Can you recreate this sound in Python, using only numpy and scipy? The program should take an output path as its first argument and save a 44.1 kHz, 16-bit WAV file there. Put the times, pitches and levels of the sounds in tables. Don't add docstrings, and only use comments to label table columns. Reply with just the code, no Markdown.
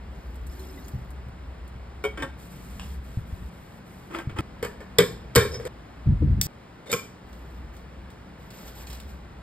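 import sys
import numpy as np
from scipy import signal
from scipy.fft import rfft, irfft, next_fast_len
from scipy.io import wavfile
from scipy.ndimage import uniform_filter1d

SR = 44100
rng = np.random.default_rng(int(sys.argv[2]) if len(sys.argv) > 2 else 0)


def output_pcm(signal):
    pcm = np.clip(np.atleast_2d(signal).T, -1, 1) * 32767
    wavfile.write(sys.argv[1], SR, np.round(pcm).astype(np.int16))


N = 415422
EDGE_HZ = 15800

# (start t/s, room air level/dB, low hum level/dB, sway of the hand-held microphone level/dB)
TIME_STRETCHES = [(0, -44.5, -38, -52), (2.36, -45, -42, -45), (3.498, -45, -54, -48),
                  (4.408, -43.5, -48, -47), (5.679, -44, -45.5, -54.5), (6.469, -45, -66, -65),
                  (7.249, -44.5, -45, -51.5)]
# (f/Hz, level/dB, t60/s)
HOLLOW_MODES = [(376, -11, 0.16), (411.7, 1, 0.19), (463, 1.5, 0.16), (490.5, -2, 0.15), (503, -4.5, 0.1),
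                (571, -7.5, 0.12)]
# (f/Hz, level/dB per Hz)
RUB_COLOUR = [(100, -7.5), (480, 8), (800, 0), (2000, -8.5), (4000, -9), (8000, -10), (14000, -21),
              (16000, -29)]


def amp(db):
    return 10 ** (np.asarray(db) / 20)


def unit(x):
    return x / np.sqrt(np.mean(x ** 2) + 1e-20)


def read(points, hz):
    f, value = np.transpose(points)
    return np.interp(np.log(hz + 1), np.log(f + 1), value)


def wander(shape, size):
    return unit(uniform_filter1d(rng.standard_normal(shape), size=size))


def coloured(x, spectrum):
    size = next_fast_len(N)
    gain = amp(read(spectrum, np.fft.rfftfreq(size, 1 / SR)))
    return unit(irfft(rfft(x, size) * gain, size)[..., :N])


def noise(spectrum):
    return coloured(rng.standard_normal((2, N)), spectrum)


def causal(x, gain_db, size=4096):
    log_gain = np.log(amp(gain_db(abs(np.fft.fftfreq(size, 1 / SR)))))
    taps = np.fft.ifft(np.exp(np.conj(signal.hilbert(log_gain)))).real
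    return signal.fftconvolve(x, taps[None, :size // 2], axes=1)[:, :x.shape[1]]


def age():
    return np.arange(SR * 9 // 20) / SR


def dying(t60):
    return np.exp(-np.log(1000) * age() / t60)


def swelling(rise_s):
    return 1 - np.exp(-age() / rise_s)


def ring(modes, flutter_db=2, twin_share=.35, split=0.0113, detune=0.0018):
    flutter = wander((len(modes), len(age())), size=400)
    out = np.zeros(len(age()))
    for (hz, db, t60), waver in zip(modes, flutter):
        turns = hz * (1 + detune * rng.standard_normal()) * age()
        apart = 1 + split * rng.choice([-1, 1]) * rng.uniform(0.62, 1.93)
        main = np.sin(2 * np.pi * (turns + rng.random()))
        twin = np.sin(2 * np.pi * (turns * apart + rng.random()))
        pair = np.sqrt(1 - twin_share) * main + np.sqrt(twin_share) * twin
        out += amp(db + flutter_db * waver) * dying(t60) * pair
    return out


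def resonant(modes, hz, width_hz, valley_db):
    peaks = sum(amp(db) ** 2 / (1 + ((hz - f) / width_hz) ** 2) for f, db, *_ in modes)
    return 10 * np.log10(amp(valley_db) ** 2 + peaks)


def room(x, wet_db):
    # (f/Hz, t60/s)
    kitchen_decay = [(100, 1), (500, 0.28), (2000, 0.33), (5000, 0.41), (9000, 0.33), (15000, 0.33)]
    hz, t, z = signal.stft(rng.standard_normal(x.shape), SR, nperseg=256)
    decay = np.exp(-np.log(1000) * t / read(kitchen_decay, hz)[:, None])
    tail = signal.istft(z * decay, SR, nperseg=256)[1][:, :x.shape[1]]
    tail *= swelling(0.0027)
    wet = signal.fftconvolve(x, tail / np.linalg.norm(tail[0]), axes=1)[:, :x.shape[1]]
    return x + amp(wet_db) * wet


def add(mix, s, sound):
    end = min([row[0] for row in TIME_STRETCHES if row[0] > s] + [N / SR])
    part = mix[:, round(s * SR):round(end * SR)][:, :sound.shape[1]]
    part += sound[:, :part.shape[1]]


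def strokes(rows, attack_s, release_s):
    gain, t = np.zeros((1, N)), np.arange(2 * SR) / SR
    for s, length, db in rows:
        fade = np.exp(-np.log(1000) * np.maximum(t - length, 0) / release_s)
        add(gain, s, amp(db) * (np.minimum(t / attack_s, 1) * fade)[None])
    return gain[0]


def blows(rows, parts, parts_db, colour, crack_t60, crack_db, tick_db, clatter_db, clatter_t60, wet_db,
          flutter_db, twin_share, uneven_db=3.5, rattle_db=3, follow=0.59, clatter_low_hz=1100):
    out = np.zeros((2, N))
    grid = np.linspace(0, SR / 2, num=130)

    def crowded(hz):
        return read(colour, hz) - 10 * np.log10(1 + (clatter_low_hz / (hz + 100)) ** 4)

    for s, db, treble_db, *rings_db in rows:
        struck = [(hz, mode_db + follow * ring_db, t60)
                  for modes, ring_db in zip(parts, rings_db) for hz, mode_db, t60 in modes]
        uneven = uneven_db * rng.standard_normal(len(grid))

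        def body(hz):
            peaks = resonant(struck, hz, width_hz=21, valley_db=-2.5)
            return read(colour, hz) + peaks - 10 * np.log10(1 + (hz / 4500) ** 4)

        def contact(hz):
            low_cut = 10 * np.log10(1 + (3800 / (hz + 100)) ** 4)
            return read(colour, hz) + np.interp(hz, grid, uneven) - low_cut

        rattle = amp(rattle_db * wander(len(age()), size=130) * (1.5 - np.exp(-age() / 0.044)))
        chatter = rattle * rng.standard_normal((2, len(age())))
        crack = amp(crack_db) * causal(chatter * dying(crack_t60), body)
        touch = dying(crack_t60 * 0.65) + 0.28 * dying(0.0066)
        tick = amp(tick_db + treble_db) * causal(chatter * touch, contact)
        crowd = rng.standard_normal((2, len(age()))) * dying(clatter_t60)
        clatter = amp(clatter_db) * causal(crowd, crowded)
        rings = sum(amp(part_db + ring_db) * ring(modes, flutter_db, twin_share)
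                    for modes, part_db, ring_db in zip(parts, parts_db, rings_db))
        resonance = (crack + clatter + rings) * swelling(0.001)
        add(out, s, amp(db) * room(tick + resonance, wet_db))
    return out


def snaps(rows, colour, gain_db, t60, wet_db):
    out = np.zeros((2, N))
    for s, db in rows:
        click = rng.standard_normal((2, len(age()))) * dying(t60)
        click = causal(click, lambda hz: read(colour, hz))
        add(out, s, amp(db + gain_db) * room(click, wet_db))
    return out


def rustle(gain, colour, db, grains_per_s, grain_t60, grain_share, spread_db, clump_db, clump_s, count=60):
    first, last = np.flatnonzero(gain)[[0, -1]] / SR
    pitches = np.linspace(500, EDGE_HZ, count)[:, None, None]
    shapes = (np.sin(2 * np.pi * pitches * age()) * dying(grain_t60))[..., :SR // 50]
    hiss = rng.standard_normal((2, N))
    clumps = amp(clump_db * wander(N, size=int(clump_s * SR)))
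    contacts = rng.random((int(grains_per_s * (last - first)), 2))
    grains = np.zeros((2, N))
    for k, (when, chance) in enumerate(contacts):
        size = amp(spread_db * min(-np.log(1 - chance), 4))
        add(grains, first + when * (last - first), size * shapes[k % count])
    grains = unit(grains) * np.sqrt((last - first) * SR / N)
    texture = np.sqrt(grain_share) * grains + np.sqrt(1 - grain_share) * hiss
    return amp(db) * gain * clumps * np.std(texture) * coloured(texture, colour)


def sliding(rows, modes, colour, width_hz):
    hz = np.geomspace(50, SR / 2, num=800)
    spectrum = read(colour, hz) + resonant(modes, hz, width_hz, valley_db=-12.5)
    murmur = noise(np.transpose([hz, spectrum]))
    return strokes(rows, attack_s=0.012, release_s=0.14) * murmur


def background(tone_db=-2, wash_db=-3, waver_hz=3, waver_db=3.4):
    # (f/Hz, level/dB per Hz)
    air_colour = [(20, -14), (60, 8), (200, 7), (400, 0), (1000, -4.5), (2000, -9.5), (4000, -19),
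                  (8000, -30), (14000, -36), (16000, -36)]
    hum_colour = [(20, -30), (40, -5.5), (54, 0.5), (62, -8.5), (72, 4), (90, -14), (200, -38), (500, -80)]
    sway_colour = [(20, -23), (45, 5), (90, 0), (190, 6), (300, -14.5), (450, -15), (1000, -70)]
    start, *levels_db = np.transpose(TIME_STRETCHES)
    stretch = np.maximum(np.searchsorted(start, np.arange(N) / SR, side="right") - 1, 0)
    air_gain, hum_gain, sway_gain = uniform_filter1d(amp(levels_db)[:, stretch], size=200)
    air = air_gain * noise(air_colour)
    pitch = 62 + waver_hz * wander(N, size=4000)
    swell = amp(waver_db * wander(N, size=16000))
    tone = unit(np.sin(2 * np.pi * np.cumsum(pitch) / SR))
    hum = hum_gain * swell * (amp(tone_db) * tone + amp(wash_db) * noise(hum_colour))
    sway = amp(2.0) * sway_gain * noise(sway_colour)
    return air + hum + sway


def microphone_brushes():
    # (t/s, length/s, relative level/dB)
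    brush_times = [(6.055, 0.058, -14.5), (6.2, 0.13, -18), (6.365, 0.022, -22), (6.447, 0.022, -26)]
    # (f/Hz, level/dB per Hz)
    rumble_colour = [(20, -25), (45, 3), (70, 5.5), (130, 0), (200, -8.5), (330, -22.5), (600, -44.5),
                     (1500, -91)]
    return amp(2.0) * strokes(brush_times, attack_s=0.023, release_s=0.29) * noise(rumble_colour)


def bumps(wet_db=-11):
    # (t/s, relative level/dB, middle mode f/Hz, t60/s)
    pushes = [(0.936, -24.5, 124, 0.11), (1.266, -31, 117, 0.09), (1.755, -32, 117, 0.078),
              (2.222, -34.5, 134, 0.11), (3.172, -15, 109, 0.053), (3.326, -27, 86, 0.11),
              (3.421, -28, 103, 0.061), (4.272, -17, 124, 0.048), (4.326, -31.5, 96, 0.14),
              (4.388, -22, 102.4, 0.19), (4.99, -24, 173.5, 0.2), (5.365, -12.5, 121, 0.12),
              (6.221, -13.5, 294, 0.04), (6.932, -32.5, 181.4, 0.12)]
    out = np.zeros((2, N))
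    for s, db, hz, t60 in pushes:
        push = sum(amp(part_db) * np.sin(2 * np.pi * hz * ratio * age())
                   for ratio, part_db in [(.68, 4.5), (1, 8.5), (1.55, -2.5)])
        push *= dying(t60) * swelling(0.0081)
        add(out, s, amp(db) * room(np.array([push, push]), wet_db))
    return out


def film_tray():
    # (t/s, length/s, relative level/dB)
    grip_times = [(7.25, 0.32, -71.5), (7.72, 0.042, -67), (8.38, 0.096, -69), (8.52, 0.11, -57.5),
                  (8.645, 0.029, -55.5), (8.74, 0.07, -57), (8.795, 0.03, -63), (8.865, 0.085, -58),
                  (9.07, 0.036, -63)]
    # (t/s, relative level/dB)
    crinkle_times = [(7.3292, -47.5), (7.767, -47), (8.1025, -47.5), (8.5047, -39), (8.6194, -48),
                     (8.6785, -41), (8.819, -49), (8.8704, -37.5), (8.9006, -35), (8.9294, -35),
                     (8.947, -49), (9.0004, -38)]
    # (f/Hz, level/dB per Hz)
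    film_colour = [(150, -5.5), (500, 15), (1200, 6.5), (2500, 6), (4200, 3.5), (8000, 2), (10500, -6.5),
                   (13200, 5), (15000, 3), (16500, -20)]
    crinkle_colour = [(200, -8), (1200, -3), (3800, 4.5), (8000, -1.5), (14000, -6), (16000, 0)]
    grip = strokes(grip_times, attack_s=0.023, release_s=0.34)
    film = rustle(grip, film_colour, db=7.5, grains_per_s=3500, grain_t60=0.003, grain_share=0.32,
                  spread_db=2.5, clump_db=0.8, clump_s=0.016)
    return film + snaps(crinkle_times, crinkle_colour, gain_db=-1, t60=0.066, wet_db=-3.5)


def towel():
    # (t/s, length/s, relative level/dB)
    wipe_times = [(2.37, 0.098, -59.5), (2.49, 0.18, -61.5), (2.68, .12, -61.5), (2.81, .13, -59.5),
                  (3.015, 0.19, -66.5), (3.25, 0.27, -66), (3.5, 0.28, -68.5), (3.84, 0.38, -67)]
    # (t/s, relative level/dB)
    flick_times = [(2.7965, -21.5)]
    # (f/Hz, level/dB per Hz)
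    wipe_colour = [(150, 0), (500, 8.5), (2500, 7), (5000, 3), (8000, 3.5), (13800, 2.5), (15000, 7),
                   (16500, -21)]
    flick_colour = [(200, -9), (900, 1.5), (3200, 1.5), (4500, -8), (7500, -9), (15000, -32)]
    wipe = strokes(wipe_times, attack_s=0.03, release_s=0.21)
    cloth = rustle(wipe, wipe_colour, db=8.0, grains_per_s=1500, grain_t60=0.0038, grain_share=0.12,
                   spread_db=2.5, clump_db=0.8, clump_s=0.079)
    return cloth + snaps(flick_times, flick_colour, gain_db=0.5, t60=0.012, wet_db=3)


def drips():
    # (t/s, relative level/dB)
    drip_times = [(0.344, -57), (0.356, -50), (0.467, -43.5), (.595, -48), (0.882, -40), (1.1054, -49),
                  (1.284, -58.5), (1.6773, -50.5)]
    # (f/Hz, level/dB per Hz)
    drip_colour = [(200, -18), (2000, -8), (5000, -5), (8000, 0.5), (14000, -0.5), (16000, -5)]
    return snaps(drip_times, drip_colour, gain_db=2.5, t60=0.062, wet_db=-13)


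def pouring(drum_db=9, rise=.3, bubble_t60=0.054, spread_db=3):
    # (t/s, length/s, relative level/dB)
    pour_times = [(.09, 0.27, -66), (.46, 0.061, -56.5), (.55, 0.31, -58.5)]
    # (f/Hz, level/dB per Hz)
    spatter_colour = [(150, -7), (500, 14), (2500, 3), (5000, 6.5), (8000, 2.5), (11000, 2), (13500, 6),
                      (15000, 5), (16500, -21)]
    basin_colour = [(150, -25), (270, 8), (340, -1), (380, 13), (415, -8), (600, -31), (1500, -47)]
    # (t/s, level/dB, starting pitch f/Hz)
    large_bubbles = [(.594, -47, 4100), (.697, -47, 5250), (.741, -55, 3470), (.776, -42, 2000),
                     (.786, -49, 3780), (.848, -49.5, 6800)]
    bubbles_per_s, low_hz, high_hz, bubble_db = 170, 1950, 7400, -11
    flow = strokes(pour_times, attack_s=0.065, release_s=1.0)
    spatter = rustle(flow, spatter_colour, db=1.0, grains_per_s=1800, grain_t60=0.026, grain_share=0.44,
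                     spread_db=3.5, clump_db=-0.5, clump_s=0.022)
    drumming = amp(drum_db) * flow * noise(basin_colour)
    plinks, last = np.zeros((2, N)), np.flatnonzero(flow)[-1] / SR
    bubbles = [(s, amp(db), hz) for s, db, hz in large_bubbles]
    for when, pitch, chance in rng.random((int(bubbles_per_s * last), 3)):
        over_flow_db = bubble_db + spread_db * min(-np.log(1 - chance), 2)
        size = flow[int(when * last * SR)] * amp(over_flow_db)
        bubbles.append((when * last, size, low_hz + pitch * (high_hz - low_hz)))
    for s, size, hz in bubbles:
        tone = np.sin(2 * np.pi * hz * age() * (1 + rise * age()))
        plink = size * dying(bubble_t60) * swelling(.001) * tone
        add(plinks, s, np.array([plink, plink]))
    return spatter + drumming + plinks


def wall_switch():
    # (t/s, relative level/dB)
    snap_times = [(6.4135, -6)]
    # (f/Hz, level/dB per Hz)
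    snap_colour = [(200, -33), (1200, -17), (2000, -7), (3900, -5), (5250, 2), (6700, -1.5), (8600, 0.5),
                   (10500, -10), (14000, 2), (16000, -1)]
    return snaps(snap_times, snap_colour, gain_db=1.5, t60=0.017, wet_db=-6.0)


def cooker_lever():
    # (t/s, level/dB, treble/dB, ring of the lever/dB, boom of the hollow/dB)
    latch_blows = [(6.9165, -30, 10.5, -13, -13), (6.9275, -21.5, 1.5, 0, -11), (6.937, -33, 8.5, -8, -3)]
    # (f/Hz, level/dB, t60/s)
    lever_modes = [(1074, 0, 0.22), (1326, 1.5, 0.11), (1604, -2.5, 0.12), (2020, -11, 0.068),
                   (2140, -4, .06), (2240, 5, 0.03), (2360, -2, 0.23), (2440, 0.5, 0.077), (2850, -8, .11),
                   (3100, -2, 0.054), (3300, -17, 0.11), (3490, -10, 0.22), (4786, -20, 0.22),
                   (5170, -12, .1), (5560, -10, 0.15)]
    # (f/Hz, level/dB per Hz)
    latch_colour = [(30, -16), (200, 11), (450, -4), (750, -7), (1400, 1), (1850, -8), (2200, 1),
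                    (2500, -2), (2800, -7), (3300, -4.5), (4000, -12), (5200, -6.5), (6500, -7),
                    (8500, -9.5), (10500, -19), (14000, -10.5), (16000, -30)]
    # (t/s, length/s, relative level/dB)
    slide_times = [(6.856, 0.027, -42), (6.892, 0.022, -32.5)]
    # (f/Hz, level/dB)
    scrape_modes = [(474, -5), (2090, 5.5), (3630, 5)]
    clack = blows(latch_blows, (lever_modes, HOLLOW_MODES), parts_db=(-9, 0), colour=latch_colour,
                  crack_t60=0.059, crack_db=12.5, tick_db=12.0, clatter_db=1.5, clatter_t60=0.13,
                  wet_db=-6.5, flutter_db=3.0, twin_share=0.16)
    return clack + sliding(slide_times, scrape_modes, RUB_COLOUR, width_hz=53)


def glass_lid():
    # (t/s, level/dB, treble/dB, ring of the glass/dB, ring of the rim/dB,
    # ring of both together/dB)
    lid_clinks = [(2.039, -28.5, 9.5, 1, -5, -14), (2.050, -31.5, 9, 4, -1, -21),
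                  (2.174, -33, 4.5, -15, 6, -5), (2.180, -41.5, 3, -12, 6, 0),
                  (2.199, -39.5, -4, -19, 9, -11), (2.223, -29, 9, -18, 9, -7),
                  (2.230, -32.5, 1, -25, 10.5, -19), (4.147, -28, -6, -14, -15, 2),
                  (4.157, -35.5, -2, -15, -6, 0.5), (4.186, -30, 3, -21, 0, -5),
                  (4.198, -37, -7, -12, -13, -2), (4.294, -36, -7, -14, -17, -5),
                  (4.386, -27, 7, -22, -6, 4)]
    # (f/Hz, level/dB, t60/s)
    glass_modes = [(422, 5.5, .17), (549, -2, 0.17), (746, -6, 0.18), (994, -2, 0.083), (1096, -1, 0.071),
                   (1384, -3.5, 0.14), (1470, 0, 0.089), (2243, 0, 0.28), (2380, -1, .08),
                   (2490, -16, 0.063), (2990, -4, 0.073), (3185, -10.5, 0.28), (3580, -6, 0.071),
                   (4953, -24, 0.43)]
    rim_modes = [(280, 1.5, 0.043), (543, -6.5, 0.15), (880, -4.5, 0.096), (1104, -1.5, 0.081),
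                 (1370, -13.5, 0.23), (1584, -0.5, 0.16), (1817, -2.5, 0.088), (1826, -11, 0.22),
                 (1910, -8, 0.082), (2250, -1, 0.11), (2440, -22, 0.073), (3070, -2.5, 0.072),
                 (3500, -10, 0.063), (5460, -16, 0.086)]
    seated_modes = [(294, 0.5, 0.072), (337.5, 4, 0.12), (650, -17, 0.064), (890, -5.5, 0.08),
                    (1042, -11, 0.14), (1247, -3, 0.063), (1325, 1, .09), (1453, -12, 0.29),
                    (1733, -9, 0.092), (2047, 0, 0.037), (2513, 1, 0.048), (3160, -0.5, 0.043),
                    (3410, -2, 0.04), (4880, -19.5, 0.17)]
    # (f/Hz, level/dB per Hz)
    lid_colour = [(100, -8.5), (330, 5), (1500, -1), (2400, -5.5), (2750, -3), (3500, -11), (4200, -13.5),
                  (8000, -15), (14000, -24.5), (16000, -23)]
    # (t/s, length/s, relative level/dB)
    slide_times = [(2.185, 0.046, -36.5), (4.1, 0.038, -39.5), (4.132, 0.04, -36.5), (4.357, 0.033, -34)]
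    clinks = blows(lid_clinks, (glass_modes, rim_modes, seated_modes), parts_db=(-4, -10, -7),
                   colour=lid_colour, crack_t60=0.12, crack_db=7.5, tick_db=1.5, clatter_db=-3,
                   clatter_t60=0.19, wet_db=-11.5, flutter_db=1, twin_share=0.068)
    return clinks + sliding(slide_times, [*rim_modes, *seated_modes], lid_colour, width_hz=19)


def squeaks(judder_db=3):
    # (t/s, length/s, relative level/dB)
    squeak_times = [(5.514, 0.0087, -45), (5.533, 0.015, -42.5)]
    # (f/Hz, level/dB, width/Hz)
    thin_modes = [(5160, 3.5, 19), (5210, -16, 38), (5860, -1, 134)]
    voice = np.zeros(N)
    for hz, db, width_hz in thin_modes:
        r = np.exp(-np.pi * width_hz / SR)
        poles = [1, -2 * r * np.cos(2 * np.pi * hz / SR), r * r]
        voice += amp(db) * unit(signal.lfilter([1], poles, rng.standard_normal(N)))
    judder = amp(judder_db * wander(N, size=300))
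    return strokes(squeak_times, attack_s=0.0056, release_s=0.24) * unit(voice * judder)


def clangs(wet_db=-9):
    # (t/s, relative level/dB)
    clang_times = [(2.2235, -40), (4.9855, -14.5)]
    # (f/Hz, level/dB, t60/s)
    flange_modes = [(2006, -0.5, 0.064), (3460, -0.5, 0.032), (3670, 3, 0.056)]
    out = np.zeros((2, N))
    for s, db in clang_times:
        clang = ring(flange_modes) * swelling(.001)
        add(out, s, amp(db) * room(np.array([clang, clang]), wet_db))
    return out


def pot_into_cooker():
    # (t/s, level/dB, treble/dB, ring of the pot/dB, ring of the shell/dB,
    # boom of the hollow/dB)
    pot_knocks = [(4.627, -20.5, -3.5, -22.5, -1, -7), (4.648, -25.5, -1, -22, 1, -4),
                  (4.804, -37, -20, -20, 5, 0.5), (4.9848, -13, 9.5, 1, -18, -4),
                  (4.9895, -13, -9.5, -8, -2.5, 3.5), (4.999, -19, -11.5, 2, -12.5, -8.5),
                  (5.352, -30.5, 18, -10, -9, -3.5), (5.357, -7.5, 7.5, 0, -1, -1.5),
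                  (5.3605, -14, 10.5, -1.5, -5, -5.5), (5.378, -13.5, 0, -2.5, -1, -3.5),
                  (5.398, -21, -5, 1.5, 2.5, -8), (5.412, -24, -8.5, 1, -7, 1),
                  (5.449, -31.5, -4, 4, -1, 4.5), (5.542, -39.5, -9, 3, -1, 6),
                  (5.597, -35.5, -9, -11, -10, 4.5), (5.652, -32, 3, -14, -7, 2),
                  (5.671, -35.5, 2, 0.5, -2, 4.5)]
    # (f/Hz, level/dB, t60/s)
    pot_modes = [(1080, -5, 0.28), (1365, -9, 0.23), (1520, -3.5, 0.156), (1633, -7, 0.31),
                 (1920, -3.5, 0.11), (2216, 1.5, 0.12), (2330, -2, 0.2), (3140, -5, 0.2), (3200, -5, .14),
                 (3530, -6.5, 0.11), (3630, -4.5, 0.181), (3660, -8, 0.17), (3860, -10, .22),
                 (4560, -15, 0.21), (4640, -10, 0.089), (4890, -12.5, 0.18), (5600, -12, 0.22)]
    shell_modes = [(827, -13.5, 0.11), (888, -9.5, 0.061), (961, -11, 0.32), (1070, -5, .12),
                   (1202, -8.5, 0.18), (1363, -16, 0.26), (1473, -3.5, 0.13), (1690, -10, .3),
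                   (1756, -9, 0.38), (1797, -2, 0.17), (2208, -7, 0.14), (2478, -11, .14),
                   (3070, -8.5, 0.13), (3800, -20.5, .22)]
    # (f/Hz, level/dB per Hz)
    pot_colour = [(30, -13.5), (70, 3.5), (240, 6), (450, 6.5), (750, -2), (1300, 0.5), (1800, 1),
                  (2800, -8.5), (3300, -10.5), (4000, -13), (5000, -9.5), (6000, -15.5), (7600, -10),
                  (10000, -18.5), (14000, -15.5), (16000, -32.5)]
    # (t/s, length/s, relative level/dB)
    slide_times = [(5.515, 0.044, -34.5), (5.6, 0.036, -41), (5.652, 0.018, -32)]
    knocks = blows(pot_knocks, (pot_modes, shell_modes, HOLLOW_MODES), parts_db=(-15, -14.5, -6),
                   colour=pot_colour, crack_t60=0.054, crack_db=8.0, tick_db=8, clatter_db=-0.5,
                   clatter_t60=0.15, wet_db=-9.5, flutter_db=3, twin_share=0.27)
    return knocks + sliding(slide_times, [*HOLLOW_MODES, *pot_modes], RUB_COLOUR, width_hz=36)


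def scene():
    mix = background() + microphone_brushes() + bumps()
    mix += film_tray() + towel()
    mix += drips() + pouring()
    mix += wall_switch() + cooker_lever()
    mix += glass_lid() + squeaks() + clangs()
    return mix + pot_into_cooker()


def record(dry, ceiling=0.87):
    # (f/Hz, level/dB)
    difference_level = [(50, -15.5), (150, -19), (450, -6.5), (1000, -2), (3500, -11), (5000, -4),
                        (6000, -35.5), (8000, -38), (15000, -45)]
    # (f/Hz, phase/rad)
    phase_offset = [(0, 0), (200, -.25), (900, -.6), (1700, 0), (2700, 1.7), (3500, 1.3), (5200, 1.4),
                    (6000, 3.14), (7600, 6), (8800, 6.6), (10400, 9.42), (11900, 12.3), (13200, 12.8),
                    (14900, 15.7), (17000, 18.5)]
    # (f/Hz, level/dB)
    left_balance = [(100, 0.6), (900, 1.5), (1800, 0.5), (3000, 0), (4500, -1.5), (5500, -1), (9000, -1)]
    size = next_fast_len(N + 4096)
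    hz = np.fft.rfftfreq(size, 1 / SR)
    left, right = rfft(dry, size)
    middle = (left + right) / 2
    difference = (left - right) / 2 * amp(read(difference_level, hz))
    turn = np.exp(.5j * np.interp(hz, *np.transpose(phase_offset)))
    turn = turn * amp(read(left_balance, hz) / 2)
    stereo = irfft(np.array([(middle + difference) * turn, (middle - difference) / turn]), size)[:, :N]
    stereo = stereo / (1 + (stereo / ceiling) ** 4) ** .25
    band = signal.firwin(511, EDGE_HZ, window=("kaiser", 9), fs=SR)
    return signal.oaconvolve(stereo, band[None], "same")


dry = scene()
out = record(dry)
output_pcm(out)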